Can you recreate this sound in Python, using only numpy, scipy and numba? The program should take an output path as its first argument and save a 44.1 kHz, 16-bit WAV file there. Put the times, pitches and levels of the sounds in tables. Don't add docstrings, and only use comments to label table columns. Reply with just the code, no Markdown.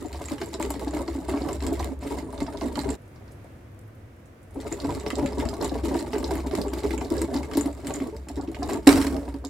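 import sys
import numpy as np
from scipy import signal
from scipy.fft import rfft, irfft
from scipy.io import wavfile
from scipy.ndimage import uniform_filter1d
from numba import njit

SR = 44100
rng = np.random.default_rng(int(sys.argv[2]) if len(sys.argv) > 2 else 0)


def to_wav(s):
    ch = np.atleast_2d(s).T
    pcm = np.round(np.clip(ch, -1, 1) * 32767)
    wavfile.write(sys.argv[1], SR, pcm.astype(np.int16))


N = 418509

# (frequency [Hz], level [dB], t60 [s])
BOARD_MODES = [(46.7, -18, 0.37), (91.2, -14, 0.56), (152.2, -4, 0.11), (212.5, -12, 0.21), (275, 1, 0.12),
               (335, 0.5, 0.12), (403.9, -0.5, 0.12), (461.3, -11.5, 0.15), (554.5, -6, 0.15),
               (626, -3.5, 0.077), (791.5, -1.5, 0.058), (936.7, -3.5, 0.055), (1120, -12.5, 0.075),
               (1368, -15.5, 0.053), (1674, -11.5, 0.03), (2000, -17, 0.022)]
# (frequency [Hz], level [dB], t60 [s])
SHELL_MODES = [(1215, 4, 0.013), (1633, -0.5, 0.018), (2090, 3, 0.021), (2524, -3, 0.019),
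               (2897, -4, 0.021), (3234, -11.5, 0.049), (3800, 1, 0.0097), (4320, 2.5, 0.012),
               (4710, -8.5, 0.023), (5184, 0.5, 0.016), (6095, -10, 0.029), (6500, -23, 0.0022),
               (7290, 1, 0.014), (7740, 0, 0.0059), (8650, -6, 0.018), (9550, -6.5, 0.023),
               (10500, -27, 0.0044), (11170, -8, 0.018), (11400, -16.5, 0.0061), (12770, -3.5, 0.0065),
               (13800, -30, 0.0071), (15200, -15, .005)]
# (time [s],
# level [dB], body [dB], legs [dB], thin parts [dB], sharp top [dB])
CLICK_EVENTS = [
    [(0.1281, -33.5, -4, -4, -7, -6), (0.2558, -29.5, -23, -15, 1.5, -17), (0.2843, -20, -18, -25, -9, -27),
     (0.3815, -40.5, 2, -5, -16, -14), (0.415, -26.5, -7, -13, -19, -19), (0.5402, -32, -12, 3, 4, -24),
     (0.5975, -22, -18, -27, -16, -17), (0.626, -23, -9, -12.5, 1.5, -10), (0.7038, -25, -9, -9, 0, 3),
     (0.7946, -26.5, -12, -10, -13, -12), (0.8789, -32.5, -12, -1.5, -2, -23),
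     (0.9088, -37, -14, -17, 2, -19), (0.9702, -28, -14, -19, -1.5, -17), (1.0784, -28.5, -12, -6, -7, -27),
     (1.2805, -17, -35, -28, -29, -37), (1.4192, -41.5, -3, 2.5, -21, -23), (1.487, -30.5, -4, -6, -24, -5),
     (1.5294, -25.5, -18, -22, 0, -14), (1.6043, -29.5, -11, -13, -9, -25),
     (1.6656, -29.5, -1.5, -4.5, 5, -2), (1.729, -24.5, -26, -19, -10, -8),
     (1.7938, -23.5, -19, -8.5, -18, -17), (1.8277, -24.5, -12.5, -25, -21, -20),
     (2.0098, -32, -23, -30, -15, -25), (2.1854, -35.5, -2, -4, -1, -24), (2.378, -34, -16, -6, -18, -29),
     (2.4034, -26.5, -10.5, -7, -11, -10), (2.4648, -35, -4.5, -8, -17, -26),
     (2.5247, -33, -10.5, -18, -17, -22), (2.5721, -35, -16, -4, -8, -17),
     (2.611, -27, -10.5, -7.5, -23, -23), (2.7556, -26, -9.5, -10, -11, -19),
     (2.7906, -26, -15, -6, -7, -8), (2.8439, -36.5, -5, -3, -21, -22), (2.8898, -28, -8.5, -9, -3, -21),
     (2.9038, -31.5, -23, -24, 4, -20)],
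    [(4.6017, -29, -21, -14, -10, -26), (4.7239, -29.5, -6.5, -12, 6.5, -24),
     (4.8007, -29.5, -18, -3.5, -19, -22), (4.9489, -32.5, -10, -2, -5, -5), (4.9983, -34, -23, -6, 0, -22),
     (5.0626, -30, -3, -3.5, -20, -15), (5.1031, -28, 0, -4, -3, -4), (5.1544, -30, -19, -1, -5, -27),
     (5.2597, -26, -5.5, -11, -6, -10), (5.3824, -24, -27, -14, -6, -26), (5.4528, -33.5, -2, -8, -1, -9),
     (5.4877, -32, -10, -0.5, 2, -3), (5.5386, -32, -22, -5, -16, -8), (5.6124, -29.5, -19, -3, -19, -16),
     (5.6249, -17, -26, -25, -14, -20), (5.6947, -43, -21, 7, -23, -26), (5.8389, -19, -23, -28, -22, -29),
     (5.9416, -24.5, -17, -13, -13, -23), (5.9895, -31, -22, -6, 4, -7),
     (6.1322, -25.5, -8.5, -9, -27, -18), (6.1821, -31.5, -11, -11, 1, -2), (6.2275, -33, -5, -16, -16, -5),
     (6.242, -31.5, -21, 2.5, 0, -25), (6.3078, -16.5, -28, -21, -20, -20),
     (6.3542, -23.5, -11, -22, -25, -10), (6.5114, -30, -8, -10, -27, -29),
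     (6.5503, -19.5, -13, -16.5, -30, -29), (6.6151, -32, -13, 0.5, -14, 0),
     (6.7343, -25.5, -9.5, -12, -23, -7), (6.8346, -25, -20, -11, -16, -18),
     (6.8521, -28, -8, -28, -25, -21), (6.907, -25, -8, -13, -19, -6), (6.9778, -29, -5.5, -21, 0.5, -20),
     (7.0471, -34.5, -24, -0.5, -5, -12), (7.1035, -26, -32, -13, -27, -24), (7.1793, -37, -24, 4, 7, -22),
     (7.2167, -27.5, -7, -5, 5.5, 1), (7.3405, -21, -15, -11, -16, -16),
     (7.3629, -25.5, -15, -3.5, -26.5, -22), (7.4308, -29.5, -10, -8.5, -7, -12),
     (7.5126, -28, -8.5, -13, -14, -19), (7.535, -30, -2.5, -8, -2, -8),
     (7.5709, -16.5, -23, -13, -6, -0.5), (7.6094, -25, -8, -29, 1, -10),
     (7.8693, -20.5, -11.5, -19, -5, -8), (7.9386, -22, -26, -28, 0, -15),
     (8.2853, -32.5, -8, -6, -5, -5.5), (8.3572, -32.5, -21, -9, -8, -14), (8.4115, -39, -25, -5, 0, -26),
     (8.5457, -31, -5, -12, -30, -30), (8.629, -27.5, -15, -3, -3, -13),
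     (8.6869, -16.5, -42, -34, -22, -32), (8.7328, -24.5, -14, -14, -1.5, -5)],
    [(0.0583, -35, -21, -22, -5, -11.5), (0.1555, -37, -16, -1, -16, -27), (0.4589, -37, -22, -20, 3, 0),
     (0.695, -34, -25, -22, -2, -22), (0.7397, -29, -12, -10, -10, -18), (1.3738, -34, -2, -8, -15, -24),
     (1.6247, -25, -16, -15, -10, -25), (2.3261, -33, -29, -20, -19, -10), (2.8135, -36, -19, -15, 3, -18),
     (4.6678, -28, -11, -18, -15, -22), (4.8439, -24.5, -15, -13, -16, -24),
     (4.9053, -28.5, -9, -13, -6.5, -18), (5.1876, -32, -6, -9, -13, -23), (5.2739, -39, -5, 3.5, -7, -21),
     (5.3308, -37, -8, -2, -11, -21), (5.3996, -23.5, -8, -13, -27, -17), (5.6444, -27.5, -22, -4, 4, -16),
     (5.7423, -29, -11, -12, -27, -21), (5.917, -47, -7, -7, -10, -18), (6.0621, -34, -13, -14, -24, -17),
     (6.153, -31.5, -3, -25, -25, -25), (6.2781, -32, -23, -13, -6, -16), (6.4637, -28, -22, -17, -9, -18),
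     (6.6822, -34, -6, -22, -1, -21), (6.9421, -45, -8, -12, -9, -16), (7.0105, -28, -11, -11, -12, -14),
     (7.5504, -29, -16, -6, -13, -21), (7.5864, -34, -21, -16, -13, -19),
     (7.658, -28.5, -7.5, -13, -19, -4), (7.7268, -41, -28, -22, 6, -22), (7.8466, -30, -15, -20, -16, -25),
     (7.9064, -33, -6, -11, -6, -11), (8.0012, -25, -11.5, -24, -22, -20), (8.0716, -35, -27, -22, -6, -7),
     (8.1653, -40.5, -15, -2, -8, -3), (2.428, -36, -25, -22, 2, -22), (8.4756, -40, -5, -7, -22, -24),
     (8.516, -37, -18, -17, -11, -5), (9.2325, -47, -25, -6, -25, -25), (9.254, -44, -25, -1, -18, -25),
     (9.279, -33.5, -12, -21, -21, -25), (9.341, -37, -8, -7.5, -23, -9), (9.449, -34, -22, 1, 3, 0)],
]
# (time [s], board level [dB], bright part [dB], shell level [dB])
FALL_BLOWS = [(8.869, 1, -17, -25), (8.873, -1.5, -4.5, -11.5), (8.878, -4, -4, -30),
              (8.891, -19, -14, -15), (8.904, -18, 3, -38), (8.917, -19, -9, -27), (8.927, -14, -22, -22.5),
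              (8.936, -10, -19, -31), (8.957, -12, -20, -27), (8.974, -14, -7, -28.5),
              (8.998, -13.5, -15, -44), (9.014, -38, -10, -26.5), (9.024, -23, -27, -28.5),
              (9.046, -19, -15, -40), (9.067, -16, -14, -27.5), (9.099, -17.5, -16, -53),
              (9.125, -17.5, -19, -45), (9.144, -14.5, -20, -42), (9.165, -23, -15, -39.5),
              (9.279, -24, -3.5, -60), (9.341, -20.5, -11.5, -60), (9.441, -29, 0.5, -61),
              (9.45, -25, -14, -60)]


def undb(db):
    return 10 ** (np.asarray(db) / 20)


def unit(x):
    return x / np.sqrt(np.mean(x ** 2))


def band(x, hz, width):
    return signal.lfilter(*signal.iirpeak(hz, hz / width, SR), x)


def curve(walks, column):
    rows = np.vstack(walks)
    return np.interp(np.arange(N) / SR, rows[:, 0], rows[:, column], right=rows[-1, column])


def slow_noise(window):
    return unit(uniform_filter1d(rng.standard_normal(N), window))


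def shell_parts():
    return np.digitize(np.array(SHELL_MODES)[:, 0], [3300, 6100, 8200])


@njit
def decay(start, hz, t60, gain, phase, rise_s, length):
    out = np.zeros((2, length))
    rise = np.exp(-1 / (rise_s * SR))
    for k in range(len(start)):
        if gain[0, k] == 0:
            continue
        p = np.exp(2j * np.pi * hz[k] / SR - np.log(1000.) / (t60[k] * SR))
        z, wait = np.exp(1j * phase[k]), 1.
        for i in range(start[k], min(length, start[k] + int(.6 * t60[k] * SR))):
            z *= p
            wait *= rise
            out[0, i] += gain[0, k] * z.imag * (1 - wait)
            out[1, i] += gain[1, k] * z.imag * (1 - wait)
    return out


def ring(s, db, modes, contact_s, rise_s, detune, spread_db, pan_db=0., pitch_hz=0.):
    hz, mode_db, t60 = np.transpose(modes)
    lean, shift = rng.standard_normal((2, *db.shape))
    late, phase = rng.random((2, *db.shape))
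    start = ((s - contact_s * np.log(1 - late) * late) * SR).astype(np.int64)
    lean = spread_db * (hz / 3000) ** 0.018 * lean + pan_db / 2
    gain = undb(np.reshape([db + mode_db + lean, db + mode_db - lean], (2, -1)))
    pitch = hz * (1 + detune * shift)
    gap = np.abs(hz - pitch_hz)
    nearest = gap == np.min(gap, axis=-1, keepdims=True)
    pitch = np.where(nearest & (pitch_hz > 0), pitch_hz, pitch)
    pitch = np.minimum(pitch, .4 * SR).ravel()
    return decay(start.ravel(), pitch, (t60 + 0 * db).ravel(), gain, 2 * np.pi * phase.ravel(), rise_s, N)


def room(x):
    t60_s = 0.16
    t = np.arange(int(.4 * SR)) / SR
    mid, side = rng.standard_normal((2, len(t))) * np.exp(-np.log(1000) * t / t60_s) * (t > .003)
    side = signal.lfilter(*signal.butter(1, 1500, "high", fs=SR), side)
    tail = signal.lfilter([1], [1, -.3], [mid + side, mid - side])
    tail = tail / np.sqrt(np.sum(tail ** 2, axis=1, keepdims=True))
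    return signal.oaconvolve(x, tail, axes=1)[:, :N]


def air():
    # (frequency [Hz], level [dB])
    spectrum = [(15, -61), (25, -13), (80, -0.5), (108, 3.5), (167, -11), (245, -7.5), (358, -9.5),
                (410, -17), (470, -12), (687, -18), (809, -23.5), (1500, -26), (2200, -29), (3000, -36.5),
                (4240, -41.5), (14800, -46.5), (16500, -56)]
    spectrum_hz, spectrum_db = np.transpose(spectrum)
    noise_db = -47.5
    rub_middle_s, rub_spread_s, rub_lift_db = 3.35, 0.31, 2.8
    drone_peak_s, drone_db, drone_slope_db_per_s = 3.88, -42, 52
    t = np.arange(N) / SR
    f = np.fft.rfftfreq(N, 1 / SR) + 1
    colour = undb(np.interp(np.log(f), np.log(spectrum_hz), spectrum_db))
    mid = irfft(rfft(rng.standard_normal(N)) * colour, N)
    side = irfft(rfft(rng.standard_normal(N)) * colour * np.clip(f / 900, .05, .9), N)
    noise = unit(mid + side * np.array([[1], [-1]]))
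    rub_db = rub_lift_db * np.exp(-((t - rub_middle_s) / rub_spread_s) ** 2)
    drone = unit(band(band(rng.standard_normal(N), 102.0, 14), 109, 12))
    drone_level = undb(drone_db - drone_slope_db_per_s * np.abs(t - drone_peak_s))
    return noise * undb(noise_db + rub_db) + drone * drone_level


def ticks():
    # (time [s], level [dB], centre [Hz])
    finger_moves = [(3.019, -47, 9600), (3.078, -46, 9170), (3.158, -32, 990), (3.159, -41, 4800),
                    (3.215, -27, 516), (3.279, -42, 4660), (3.285, -35, 1310), (3.312, -46, 5200),
                    (3.319, -38, 9600), (3.443, -46, 8900), (3.445, -25, 600), (3.446, -52, 5200),
                    (3.789, -47, 9230), (3.811, -46, 9140), (3.878, -47, 11400), (3.885, -36, 1300),
                    (3.95, -47, 10500), (4.257, -44, 7280), (4.43, -43, 9600), (4.508, -42, 9160),
                    (4.544, -37, 9550)]
    creep_per_s, creep_base_db, rustle_s, snap_s = 29, -65, 0.02, 0.0019
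    hits = (rng.random(N) < creep_per_s / SR) * undb(creep_base_db + 4.0 * rng.exponential(size=N))
    creep = signal.lfilter([1], [1, -np.exp(-1 / (.002 * SR))], hits)
    out = band(creep * rng.standard_normal((2, N)), 10000, 6000)
    t = np.arange(int(.08 * SR)) / SR
    for s, level_db, hz in finger_moves:
        noise = rng.standard_normal(len(t)) + 0.64 * rng.standard_normal((2, len(t)))
        rustle = unit(band(band(noise, hz, 0.5 * hz), hz, 0.51 * hz)) * np.exp(-t / rustle_s)
        out[:, int(s * SR):][:, :len(t)] += undb(level_db - 21.5) * rustle
        if hz > 3000:
            snap = unit(band(noise, hz, 0.9 * hz)) * np.exp(-t / snap_s)
            out[:, int(s * SR):][:, :len(t)] += undb(level_db - 17.5) * snap
    return out


def whine():
    # (start [s], end [s], level [dB])
    spans = [(2.03, 2.95, -62.5), (9.05, 9.357, -66)]
    hz, width_hz = 8900, 670
    t = np.arange(N) / SR
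    on = sum(undb(db) * np.clip(np.minimum(t - start, end - t) / .03, 0, 1) for start, end, db in spans)
    flicker = undb(3.0 * slow_noise(int(.02 * SR)))
    noise = band(band(rng.standard_normal((2, N)), hz, width_hz), hz, width_hz)
    return on * unit(flicker * noise)


def hum():
    # (start [s], length [s], level [dB], pitch [Hz])
    hum_swells = [
        [(0.122, 0.062, -34.5, 68.5), (0.249, 0.034, -34, 74.7), (0.649, 0.11, -39, 64.1),
         (0.818, 0.21, -35.5, 64), (1.106, 0.061, -36, 65.6), (1.275, 0.058, -32.5, 66.2),
         (1.381, 0.056, -33, 66.7), (1.527, 0.34, -32.5, 67), (1.966, 0.043, -37, 67.5),
         (2.111, 0.078, -37, 64.5), (2.433, 0.047, -44, 66.3), (2.604, 0.14, -37.5, 67.7),
         (2.814, 0.11, -33, 65)],
        [(4.883, 0.14, -40, 63.3), (5.134, 0.088, -33.5, 68.3), (5.284, 0.24, -34.5, 65.6),
         (5.653, 0.33, -37, 65), (6.252, 0.27, -32.5, 65.9), (6.595, 0.2, -34, 65.2),
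         (6.856, 0.16, -31.5, 64.5), (7.13, 0.12, -32, 69.2), (7.363, 0.11, -34, 67.9), (7.59, 0.17, -40, 66.3),
         (8.169, 0.076, -37, 67.2), (8.329, 0.062, -33.5, 66.7), (8.604, 0.079, -36, 68),
         (8.774, 0.056, -36, 64.0), (8.886, 0.36, -35, 70.3), (9.275, 0.056, -36, 61),
         (9.383, 0.052, -37.5, 65.6)],
    ]
    between_db, glide_s = -45, .05
    t = np.arange(N) / SR
    start, length, db, hz = np.vstack(hum_swells).T
    power = undb(2 * between_db)
    for s, w, d in zip(start, length, db):
        power = power + undb(2 * d) * np.exp(-((t - s - w / 2) / (0.49 * w)) ** 4)
    pitch = uniform_filter1d(np.interp(t, start + length / 2, hz), int(glide_s * SR))
    speed = 1 + 0.028 * slow_noise(int(0.025 * SR))
    turn = 2 * np.pi * np.cumsum(pitch * speed) / SR
    grip = undb(2.1 * slow_noise(int(.08 * SR)))
    return np.sqrt(2 * power) * grip * np.sin(turn)


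def whirr(level_db):
    grit = rng.standard_normal((2, N)) * undb(6.9 * slow_noise(130))
    grit[1] = 0.21 * grit[0] + 0.83 * grit[1]
    rub = sum(undb(db) * band(grit, hz, 0.14 * hz) for hz, db, _ in SHELL_MODES[::2])
    return unit(rub) * undb(level_db)


def shake(s, level_db, under_db, rise_s, t60):
    power = np.bincount((np.asarray(s) * SR).astype(int), undb(2 * (level_db + under_db)), N)
    rise, fade = np.exp(-1 / (rise_s * SR)), np.exp(-2 * np.log(1000) / (t60 * SR))
    return signal.lfilter([1 - rise], np.convolve([1, -rise], [1, -fade]), power)


def strain(column):
    # (start [s], length [s], board level [dB], shell level [dB])
    drags = [
        [(0.011, 0.018, -25.5, -40), (0.141, 0.029, -43, -53), (0.205, 0.051, -45, -40),
         (0.302, 0.04, -27, -38.5), (0.404, 0.041, -38, -46.5), (0.526, 0.01, -34, -37.5),
         (0.586, 0.24, -32.5, -64), (0.799, 0.044, -33, -44), (0.863, 0.033, -28.5, -47),
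         (0.923, 0.1, -28.5, -42), (1.075, 0.19, -34.5, -47), (1.276, 0.29, -27, -43.5),
         (1.615, 0.28, -28, -48.5), (1.787, 0.15, -32, -51), (2.046, 0.11, -29.5, -41.5),
         (2.164, 0.047, -29.5, -44), (2.376, 0.067, -27, -58), (2.539, 0.067, -32, -61),
         (2.607, 0.078, -25, -42.5), (2.751, 0.17, -27.5, -46)],
        [(4.553, 0.015, -35, -67), (4.646, 0.035, -39, -53), (4.716, 0.015, -23.5, -38), (4.83, 0.15, -25, -46),
         (5.054, 0.084, -27, -62), (5.167, 0.12, -23, -45), (5.315, 0.03, -32.5, -61), (5.365, 0.1, -25.5, -61),
         (5.586, 0.21, -28.5, -48), (5.826, 0.19, -25, -40), (6.059, 0.028, -28, -46), (6.111, 0.3, -27, -46),
         (6.452, 0.03, -25, -45), (6.506, 0.17, -27, -46), (6.726, 0.077, -32, -40), (6.823, 0.13, -29, -43.5),
         (7.005, 0.063, -33, -57), (7.099, 0.15, -23.5, -42), (7.282, 0.11, -25, -46), (7.514, 0.18, -31, -61),
         (7.883, 0.21, -29, -51.5), (8.121, 0.054, -33.5, -61), (8.366, 0.039, -26, -64),
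         (8.472, 0.04, -30, -63), (8.585, 0.11, -30, -48), (8.677, 0.11, -24.5, -60)],
    ]
    rise_s, t60_s = 0.014, 0.047
    t = np.arange(0, N, 32) / SR
    rows = np.vstack(drags).T[..., None]
    since = t - rows[0]
    shape = np.clip(since / rise_s, 0, 1) * undb(-120 * np.maximum(since - rows[1], 0) / t60_s)
    return np.interp(np.arange(N) / SR, t, np.sum(undb(2 * rows[column]) * shape, axis=0))


def walk_db():
    # (time [s], board level [dB], shell level [dB])
    patter = [
        [(0, -34, -48), (1.7, -35.5, -58), (1.99, -47, -72), (2.03, -32, -41), (2.26, -37, -55),
         (2.96, -31, -47.5)],
        [(4.52, -51, -63), (4.56, -32, -55.5), (4.8, -32.5, -46.5), (6.3, -31, -52.5), (7.9, -34, -50),
         (8.25, -47, -61), (8.4, -32, -54), (8.75, -48, -80), (8.84, -39, -50), (9.2, -31, -56),
         (9.49, -51, -82)],
    ]
    # (offset from the blow [dB], rise [s], t60 [s])
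    click_shake = (-12.5, 0.012, 0.14)
    fall_board_shake, fall_shell_shake = (-17.5, 0.0034, 1.0), (-17, 0.0035, 0.52)
    s, board_db, _, shell_db = np.transpose(FALL_BLOWS[:1])
    board = undb(2 * curve(patter, column=1)) + strain(column=2)
    board = board + shake(s, board_db, *fall_board_shake)
    shell = undb(2 * curve(patter, column=2)) + strain(column=3)
    shell = shell + shake(s, shell_db, *fall_shell_shake)
    shell = shell + shake(*np.vstack(CLICK_EVENTS).T[:2], *click_shake)
    return 10 * np.log10(board), 10 * np.log10(shell)


def rattle(level_db, modes, per_s, scatter_db, colour_db, *contact):
    at = np.flatnonzero(rng.random(N) < per_s / SR)[:, None]
    colour = np.minimum(rng.standard_normal((len(at), len(modes))), 2)
    strength_db = scatter_db * np.minimum(rng.exponential(size=at.shape), 3)
    db = strength_db + np.where(colour > 0, colour_db * colour, -np.inf)
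    return unit(ring(at / SR, db, modes, *contact)) * undb(level_db)


def quiver():
    # (frequency [Hz], level [dB])
    resonances = [(282, 7.5), (560, -3), (900, -2.5), (1250, -4), (2000, -25), (3600, -37), (5200, -6.5),
                  (7600, -5.5), (9300, -19), (12500, -25)]
    tail = (-23, 0.0032, 0.7)
    jolts = undb(3.0 * slow_noise(int(.012 * SR)))
    noise = rng.standard_normal(N) + .5 * rng.standard_normal((2, N))
    body = unit(sum(undb(db - 10 * np.log10(hz)) * band(noise, hz, 0.28 * hz) for hz, db in resonances))
    first_s, first_db = FALL_BLOWS[0][:2]
    return body * jolts * np.sqrt(shake([first_s], np.array([first_db]), *tail))


def crack(s, parts_db, pan_db):
    # (centre [Hz], width [Hz])
    bands = [(2130, 770), (4700, 1700), (7400, 720), (11500, 8400)]
    out, fade = 0, np.exp(-1 / (0.0021 * SR))
    for (hz, width), db in zip(bands, parts_db.T):
        hits = [np.bincount((s * SR).astype(int), undb(db + side * pan_db / 2), N) for side in (1, -1)]
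        noise = rng.standard_normal(N) + 0.59 * rng.standard_normal((2, N))
        burst = signal.lfilter([1], [1, -fade], hits) * noise
        out = out + np.sqrt(SR / width / 4) * band(band(burst, hz, width), hz, width)
    return out


def clicks():
    # (time [s], left minus right [dB])
    drift = [(0, 3), (2.9, -7), (4.6, -1.5), (8.8, 2)]
    s, level_db, *parts_db = np.vstack(CLICK_EVENTS).T[..., None]
    parts_db = level_db + np.hstack(parts_db)
    db = parts_db[:, shell_parts()]
    db = db + 3.6 * np.clip(rng.standard_normal(db.shape), -2, 1.5) - 0.26
    pan_db = np.interp(s, *np.transpose(drift)) + 2.7 * rng.standard_normal(s.shape)
    main = ring(s, db - 8.0, SHELL_MODES, 0.00054, .0001, 0.031, 4.8, pan_db)
    chatter = sum(ring(s, db - 8.5, SHELL_MODES, .006, 0.0001, 0.055, 2.0, pan_db) for _ in range(2))
    snap = crack(s[:, 0], parts_db - 10, pan_db[:, 0])
    return main + chatter + snap


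def thump(s, level_db, centre, bright_db, rest_db=19):
    low = [mode for mode in BOARD_MODES if mode[0] < 580]
    bright = BOARD_MODES[len(low):]
    low_db = level_db - np.minimum(45 * np.abs(np.log2(np.array(low)[:, 0] / centre)), rest_db)
    bright_mode_db = level_db + bright_db + np.zeros(len(bright)) + 0.49
    body = ring(s, low_db, low, 0.00208, 0.0033, 0.027, 1.25, 0., centre)
    return body + ring(s, bright_mode_db, bright, 0.000952, 0.0016, 0.071, 1.7)


def fall():
    s, board_db, bright_db, shell_db = np.transpose(FALL_BLOWS)[..., None]
    parts_db = np.array((0.28, 1.3, 1.5, 2.2))
    db = shell_db + parts_db[shell_parts()]
    shell = ring(s, db - 6.5, SHELL_MODES, 0.0014, .0001, 0.055, 4.5, -1.6)
    chatter = ring(s, db - 16.5, SHELL_MODES, .008, 0.00026, 0.0955, 2.4, -1.8)
    return thump(s, board_db - 3.5, 277.6, bright_db - 1.5, 11.6) + shell + chatter


def steps():
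    # (time [s], level [dB], centre of the ring [Hz], bright part [dB])
    footfalls = [
        [(0.02, -24, 354, -18), (0.143, -35.5, 336, 3), (0.208, -30.5, 326, 0.5), (0.262, -39, 348, -2),
         (0.308, -21.5, 292, -11), (0.413, -19.5, 384, -8.5), (0.485, -32.5, 335, -27), (0.543, -24, 387, -7.5),
         (0.598, -16.5, 320, -6), (0.64, -17.5, 357, -16), (0.694, -23, 283, -17), (0.704, -28.5, 388, 2.5),
         (0.87, -18, 289, -11), (0.933, -15, 304, -14), (0.963, -16.5, 302, -12), (1.082, -20, 335, -8),
         (1.151, -21.5, 282, -15), (1.178, -19, 311, -18), (1.284, -14.5, 377.6, -11),
         (1.337, -16.5, 284, -11.5), (1.413, -18, 301, -25), (1.462, -21.5, 328, -12), (1.488, -26.5, 335, 1),
         (1.669, -22, 337, -13), (1.712, -15, 344, -23), (1.797, -27, 338, 4), (1.909, -24, 266, -23),
         (2.024, -33, 276, -1), (2.057, -24, 281, -18), (2.172, -29, 299, -4), (2.265, -28, 257, -13),
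         (2.327, -28, 262, -4.5), (2.381, -33, 275, -4), (2.417, -18.5, 279, -11.5), (2.48, -33, 277.5, 5.5),
         (2.543, -35, 264, 3), (2.612, -33.5, 400, 6.5), (2.653, -17.5, 258, -19), (2.76, -30, 311, -8),
         (2.775, -18.5, 281, -6.5), (2.843, -33, 335, -1), (2.88, -21.5, 275, -10)],
        [(4.558, -26, 270.4, -14), (4.649, -25.5, 429.7, -12), (4.724, -35, 437, -17), (4.733, -19, 470, -27),
         (4.785, -34, 450, -3), (4.846, -19.5, 281.5, -7.5), (5.063, -19, 424, -11), (5.103, -29, 377, -23),
         (5.183, -20, 285, -15), (5.188, -22.5, 406, -9), (5.235, -30, 407, -17), (5.319, -25, 359, -9),
         (5.373, -15.5, 299, -33), (5.494, -30, 275, -26), (5.529, -30, 410, 1), (5.607, -12.5, 456, -14.5),
         (5.622, -23, 460, 1), (5.645, -20.5, 392, -5.5), (5.745, -20.5, 432, -18), (5.753, -28.5, 430, 0),
         (5.835, -17.5, 334, -21), (5.909, -42, 293, -16), (5.948, -12.5, 342, -9.5), (6.067, -24.5, 349, -9),
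         (6.129, -18, 427, -9.5), (6.157, -17.5, 399, -10), (6.227, -23, 340, -9.5),
         (6.307, -17.5, 391.5, -5.5), (6.467, -27.5, 402, -11), (6.529, -13, 385, -15.5),
         (6.659, -18.5, 397, -23), (6.731, -24, 336, -8), (6.765, -19.5, 351.4, -19),
         (6.837, -12.5, 414, -18.5), (6.898, -19, 330, -30), (7.012, -25, 318, -1), (7.049, -24, 418, -27),
         (7.106, -12.5, 342, -26), (7.213, -18, 335, -32), (7.283, -33, 342, -2), (7.353, -19.5, 275, -11),
         (7.517, -29, 275, -28), (7.553, -15, 290, -22), (7.572, -8, 289, -17), (7.655, -15.5, 282, -19),
         (7.852, -26, 275, -13), (7.903, -21.5, 358, -3), (8.008, -19.5, 276, -25), (8.124, -25, 428, -29),
         (8.269, -29, 308, -14), (8.296, -29.5, 275, -5.5), (8.373, -19, 283, -40), (8.478, -19, 324, -28),
         (8.564, -40, 356, 5), (8.59, -26, 276, -21), (8.622, -25, 312, 0.5), (8.691, -27, 367, 3),
         (8.75, -21, 289, -7)],
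    ]
    return thump(*np.vstack(footfalls).T[..., None])


def scene():
    board_db, shell_db = walk_db()
    toys = steps() + clicks() + fall() + quiver() + whirr(shell_db - 9.0)
    toys = toys + rattle(board_db - 5.5, BOARD_MODES, 150, 3.26, 4.7, .003, 0.0027, 0.0637, 3.17)
    toys = toys + rattle(shell_db - 8.0, SHELL_MODES, 600, 5.2, 3.8, .0012, .0001, 0.0506, 2.0)
    toys = toys + undb(-8.5) * room(toys)
    heard = np.interp(np.arange(N) / SR, [2.955, 2.968, 4.5, 4.52], [1, 0, 0, 1])
    return (toys + hum() + whine()) * heard + ticks() + air()


def record(dry):
    left_lag_s, clip_level, top_hz = 1e-5, .96, 16000
    bright = signal.lfilter(*signal.butter(1, 1200, "high", fs=SR), dry)
    tilted = undb([[.2], [-.2]]) * dry + np.array([[-.15], [.15]]) * bright
    lag = np.exp(-2j * np.pi * np.fft.rfftfreq(N, 1 / SR) * left_lag_s)
    tilted[0] = irfft(rfft(tilted[0]) * lag, N)
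    low_pass = signal.ellip(10, .2, 90, top_hz, fs=SR, output="sos")
    return signal.sosfilt(low_pass, np.clip(tilted, -clip_level, clip_level))


dry = scene()
out = record(dry)
to_wav(out)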